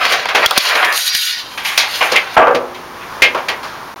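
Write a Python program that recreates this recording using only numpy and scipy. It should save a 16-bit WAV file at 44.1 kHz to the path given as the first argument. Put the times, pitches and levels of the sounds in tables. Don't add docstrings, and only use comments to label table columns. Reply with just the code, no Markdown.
import sys
import numpy as np
from scipy import signal
from scipy.fft import rfft, irfft, next_fast_len
from scipy.io import wavfile
from scipy.ndimage import uniform_filter1d, map_coordinates

SR = 44100
rng = np.random.default_rng(int(sys.argv[2]) if len(sys.argv) > 2 else 0)


def pcm_store(signal):
    levels = np.round(np.clip(np.atleast_2d(signal), -1, 1) * 32767)
    wavfile.write(sys.argv[1], SR, levels.astype(np.int16).T)


N = 176400

# (f/Hz, level/dB)
SHEET_MODES = [(485, -1.5), (540, -5), (643, -2), (764, 0), (1070, -10.5), (1160, -0.5), (1270, -5.5),
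               (1598, 2.5), (2124, 0), (2370, 0), (2572, 0), (2920, -6), (3216, 1.5)]
# (f/Hz, level/dB)
OVERTONES = [(40, -48), (150, -15.5), (220, -12), (330, -2.5), (520, 6), (1000, 4), (2200, 3.5), (3100, 1),
             (4300, 1.5), (6200, -5), (9000, -13), (15500, -20.5)]
# (f/Hz, t60/s)
RING_TIMES = [(100, 0.56), (520, 0.49), (1400, 0.36), (3700, 0.24), (10000, 0.15)]
# (t/s, level/dB)
RUB_STROKES = [
    [(0, -9.5), (.08, -15.5), (.14, -9.5), (.19, -16), (.25, -23), (.34, -27), (.39, -18.5), (.457, -8),
     (.468, -17), (.55, -27), (.576, -5.5), (.6, -14), (.72, -15.5), (.8, -11.5), (.85, -12), (.95, -16.5),
     (1.02, -32), (1.35, -56)],
    [(1.88, -53), (1.93, -24), (2.1, -26.5), (2.15, -11), (2.2, -19.5), (2.37, -32.5)],
    [(2.93, -53), (3.04, -27), (3.14, -60)],
]
# (f/Hz, level/dB)
RUB_COLOUR = [(60, -32), (200, -24.5), (380, -9.5), (650, 3.5), (1300, 7), (2400, 6), (3500, -3.5),
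              (6000, -26.5), (15000, -34)]
# (t/s, pitch factor)
FLEX_GLIDE = [(0.599, .97), (.76, .82), (1, 1.15), (1.3, 1.7)]
# (t/s, ring level/dB, hiss level/dB)
SCRAPE_STROKES = [
    [(0, -18, -42), (.135, -16, -31), (.19, -17.5, -47), (.27, -27.5, -67), (.36, -29.5, -43),
     (.48, -18, -37), (.55, -20.5, -39), (.6, -6.5, -21), (.7, -16, -31), (.81, -23.5, -36.5),
     (.92, -40, -37.5), (.935, -22, -25), (.99, -17, -18.5), (1.055, -17.5, -26.5), (1.08, -11.5, -19.5),
     (1.115, -20.5, -38), (1.155, -10.5, -23), (1.2, -16.5, -25.5), (1.28, -17, -25.5), (1.37, -20, -42),
     (1.48, -33, -47.5), (1.63, -34, -42), (1.67, -25, -29.5), (1.76, -39, -34), (1.88, -25.5, -39),
     (1.95, -16.5, -32), (2.13, -27, -36.5), (2.27, -30, -46), (2.36, -28.5, -40)],
]
# (f/Hz, level/dB)
SCRAPE_COLOUR = [(300, -54), (1000, -19.5), (1600, -1), (2800, 3.5), (4200, 7.5), (5000, 1.5), (6400, -5.5),
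                 (8000, -14), (12000, -20)]
# (f/Hz, level/dB)
HISS_COLOUR = [(3000, -28.5), (6500, 5), (8500, 1), (10500, 2), (12500, 1), (15500, -8)]
# (f/Hz, level/dB)
BACKGROUND_COLOUR = [(18, -42), (30, -18), (144, -13), (300, -11.5), (673, -10.5), (996, -3.5), (1770, -13),
                     (2830, -19.5), (5890, -25), (8060, -31), (15500, -34)]
# (t/s, level/dB)
BACKGROUND_LEVEL = [(0, -28.5), (.9, -44.5), (1.05, -51), (1.25, -50.5), (1.45, -33), (1.9, -33.5),
                    (2.88, -31.5), (3.18, -27.5), (3.68, -30), (4, -31.5)]
# (t/s, level/dB, bass/dB, middle/dB, treble/dB, ring time factor)
KNOCKS = [(.051, -10, -7, -3, -3.5, 0.27), (0.121, -14, -5, -9, 1.5, 0.76),
          (0.255, -10.5, -12, 2, -6, 0.12), (.286, -14.5, -8, 0, -7.5, 0.81),
          (.348, -9, -2.5, -1, -5, 1.03), (.509, -27.5, 6, 17, -6, 0.38), (0.751, -14, -2, -5, -2.5, 0.47),
          (1.575, -20, -19, -7, -6.5, 1.3), (1.649, -16.5, -24, -7, -4.5, 2.8),
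          (1.776, -6.5, -17, -6.5, 3, 1.06), (2.009, -9, -9, -2, -16.5, 1.21),
          (2.118, -18, 6.5, 1.5, 4.5, 0.7), (2.413, -19.5, 7, 11.5, -24, 1.67),
          (2.547, -17.5, 11, -7, -2.5, 0.55), (2.745, -31.5, -5, -14, -3.5, 0.92),
          (3.346, -24, 9.5, 11.5, -3, 0.6), (3.372, -25, -0.5, 4.5, -9, 0.99),
          (3.63, -34, -2.5, 8, 2, 3.05)]
# (t/s, level/dB, thump/dB, crack t60/s, ping/dB)
SNAPS = [(0.257, -20, -44, 0.006, -1), (0.4605, 2.5, -19.5, 0.015, 0.5), (.509, -3.5, -46, 0.012, -7),
         (.577, 6.5, -7, 0.035, -25), (0.846, -19.5, -35, 0.076, -32), (0.925, -15.5, -34, 0.02, -30),
         (0.976, -9, -34, 0.018, -25), (1.149, -8.5, -24, 0.026, -24), (1.777, -8.5, -37, 0.055, -29)]
# (f/Hz, level/dB)
CRACK_COLOUR = [(100, -37), (600, -17.5), (2300, -3.5), (3600, 6), (5000, 4), (7000, -3), (11000, -7),
                (16000, -12.5)]
# (f/Hz, level/dB)
OFFCUT_MODES = [(1475, 0), (1911, -4), (2363, -13), (3750, 2), (4059, 1.5), (4414, -5.5), (4570, 0),
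                (4797, 6), (4957, 0.5), (5663, 0.5)]
# (t/s, level/dB)
OFFCUT_LEVEL = [(.9, -45), (.95, -25), (1.16, -22.5), (1.28, -21.5), (1.38, -27.5), (1.55, -54)]
# (t/s, level/dB, bass/dB, middle/dB, treble/dB, ring time factor, lower tone f/Hz, pair level/dB)
BUCKLES = [(2.158, -4, -17, -16, -11.5, 0.65, 2110, -5), (2.366, -12.5, 8, 11, -19, 0.81, 642, 9.5),
           (2.468, -24.5, 17.5, 14.5, -22, 1.06, 495, 16.5), (3.220, -0.5, -11, -14, -8, 0.76, 2135, -2),
           (3.484, -14, -5.5, -3.5, -3.5, 0.8, 1933, -2.5)]
# (f/Hz, level/dB)
HUM_MODES = [(253, -25.5), (361, -23.5)]


def amp(db):
    return 10 ** (np.asarray(db) / 20)


def unit(x):
    return x / np.sqrt(np.mean(x ** 2) + 1e-20)


def along(points, hz):
    f, values = np.transpose(points)
    return np.interp(np.log(hz + 1), np.log(f + 1), values)


def loudness(strokes, column=1):
    t = np.arange(N) / SR
    gain = 0
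    for rows in map(np.array, strokes):
        gain += amp(np.interp(t, rows[:, 0], rows[:, column], left=-120, right=-120))
    return uniform_filter1d(gain, size=200)


def rise(t, seconds):
    return 1 - np.exp(-t / seconds)


def fade(t, t60):
    return amp(-60 * t / t60)


def wobble(rate):
    values = rng.standard_normal(int(N * rate / SR) + 4)
    return map_coordinates(values, [np.arange(N) * rate / SR])


def filtered(x, response):
    size = next_fast_len(len(x) + 8192)
    return irfft(rfft(x, size) * response(np.fft.rfftfreq(size, 1 / SR)), size)[:len(x)]


def tinted(x, colour):
    return unit(filtered(x, lambda hz: amp(along(colour, hz))))


def add(track, start_s, sound):
    i = max(0, round(start_s * SR))
    track[i:i + len(sound)] += sound[:max(0, N - i)]


def ring_down(x, ring_factor):
    hz, t, spectrum = signal.stft(x, SR, nperseg=256)
    t60 = ring_factor * along(RING_TIMES, hz)[:, None]
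    return signal.istft(spectrum * fade(t, t60), SR, nperseg=256)[1][:len(x)]


def resonant(modes, width_hz):
    def response(f):
        damping = 1j * f * width_hz
        return sum(amp(db) * damping / (hz * hz - f * f + damping) for hz, db in modes)
    return unit(filtered(rng.standard_normal(N), response))


def friction(slips_per_s, spread_db, colour, ring_db, patchy_db):
    slips = (rng.random(N) < slips_per_s / SR) * amp(spread_db * np.clip(rng.standard_normal(N), -2, 2))
    slips *= rng.choice([-1, 1], N)
    slips *= amp(3 * wobble(rate=70))
    bends = np.array([wobble(rate=6.07) for _ in range(4)])
    ringing = 0
    for share in bends / np.linalg.norm(bends, axis=0):
        ring = ring_down(rng.standard_normal(SR // 3), 1)
        ringing += signal.fftconvolve(slips * share, ring / np.linalg.norm(ring))[:N]
    spectrum = signal.stft(slips + amp(ring_db) * ringing, nperseg=512)[2]
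    patches = uniform_filter1d(rng.standard_normal(spectrum.shape), size=3, axis=0)
    patches = unit(uniform_filter1d(patches, size=10, axis=1))
    uneven = signal.istft(spectrum * amp(patchy_db * patches), nperseg=512)[1][:N]
    return tinted(uneven, colour)


def rubbing():
    crunch = friction(slips_per_s=1000, spread_db=6, colour=RUB_COLOUR, ring_db=7, patchy_db=1.5)
    pitch = np.interp(np.arange(N) / SR, *np.transpose(FLEX_GLIDE))
    gliding = map_coordinates(resonant(SHEET_MODES, width_hz=29), [np.cumsum(pitch)], mode="mirror")
    return amp(-1.5) * loudness(RUB_STROKES) * unit(crunch + amp(-9) * tinted(gliding, RUB_COLOUR))


def scraping():
    ring = friction(slips_per_s=2200, spread_db=5, colour=SCRAPE_COLOUR, ring_db=5, patchy_db=2)
    hiss = friction(slips_per_s=2200, spread_db=5, colour=HISS_COLOUR, ring_db=3, patchy_db=2)
    return (amp(-2.5) * loudness(SCRAPE_STROKES) * ring
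            + amp(2.5) * loudness(SCRAPE_STROKES, column=2) * hiss)


def background():
    rush = tinted(rng.standard_normal(N), BACKGROUND_COLOUR)
    return loudness([BACKGROUND_LEVEL]) * rush * amp(0.28 * wobble(rate=15))


def blow(t, bass_db, middle_db, treble_db):
    touch = [(550, bass_db), (850, middle_db), (1400, middle_db), (2050, 0), (2900, 0), (4200, treble_db)]
    overtones = tinted(rng.standard_normal(len(t)), OVERTONES)
    overtones = filtered(overtones, lambda hz: amp(along(touch, hz)))
    modes = 0
    for hz, db in SHEET_MODES:
        gain = amp(db + along(touch, hz) + rng.normal(0, 0.67))
        modes += gain * np.sin(2 * np.pi * (hz * rng.normal(1, 0.00616) * t + rng.random()))
    return amp(4.5) * overtones + amp(-10) * modes


def knocks():
    out, t = np.zeros(N), np.arange(SR) / SR
    for start_s, db, bass_db, middle_db, treble_db, ring_factor in KNOCKS:
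        ring = ring_down(blow(t, bass_db, middle_db, treble_db), ring_factor)
        add(out, start_s, amp(db) * ring * rise(t, 0.001))
    return out


def snaps(ping_hz=3350, thump_hz=230):
    out, t = np.zeros(N), np.arange(SR // 8) / SR
    for start_s, db, thump_db, t60, ping_db in SNAPS:
        crack = tinted(rng.standard_normal(len(t)), CRACK_COLOUR) * fade(t, t60)
        rumble = filtered(rng.standard_normal(len(t)), lambda hz: 1 / np.hypot(1, hz / thump_hz))
        thump = amp(thump_db) * unit(rumble) * fade(t, t60=0.023)
        ping = amp(ping_db) * np.sin(2 * np.pi * ping_hz * t) * fade(t, t60=0.025)
        add(out, start_s, 2 * amp(db) * (crack + thump + ping) * rise(t, 0.00069))
    return out


def offcut():
    return loudness([OFFCUT_LEVEL]) * resonant(OFFCUT_MODES, width_hz=12)


def buckles():
    out, t = np.zeros(N), np.arange(SR) / SR
    tone = lambda hz: np.sin(2 * np.pi * (hz * t + rng.random())) * rise(t, 0.0028)
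    for start_s, db, bass_db, middle_db, treble_db, ring_factor, lower_hz, pair_db in BUCKLES:
        pair = amp(pair_db) * (tone(lower_hz) + amp(-3.5) * tone(lower_hz * 1.12))
        pop = ring_down(blow(t, bass_db, middle_db, treble_db) + pair, ring_factor)
        hum = sum(amp(level + bass_db) * tone(hz) for hz, level in HUM_MODES) * fade(t, t60=1.47)
        add(out, start_s, amp(db) * (pop + hum) * rise(t, 0.001))
    return out


def scene():
    return (knocks() + buckles() + snaps() + rubbing() + scraping() + offcut() + background())[None]


def record(dry):
    limit_db, recover_db_per_s, ceiling = -12.5, 95, 1.3
    notch_hz, notch_width_hz, top_hz = 7830, 600, 15850
    x, t = dry[0], np.arange(N) / SR
    smooth = np.exp(-1 / (0.0062 * SR))
    treble_power = signal.lfilter([1 - smooth], [1, -smooth], np.diff(x, prepend=0) ** 2)
    cut_db = 0.74 * np.maximum(10 * np.log10(treble_power + 1e-12) - limit_db, 0)
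    recovery_db = recover_db_per_s * t
    x = x * amp(recovery_db - np.maximum.accumulate(cut_db + recovery_db))
    x = x / (1 + np.abs(x / ceiling) ** 12) ** (1 / 12)
    x = x * ((t < 3.943) | (t > 3.96))
    notch = lambda hz: 1 - 0.84 / (1 + ((hz - notch_hz) / notch_width_hz) ** 2)
    return filtered(x, lambda hz: notch(hz) * (hz < top_hz))[None]


dry = scene()
out = record(dry)
pcm_store(out)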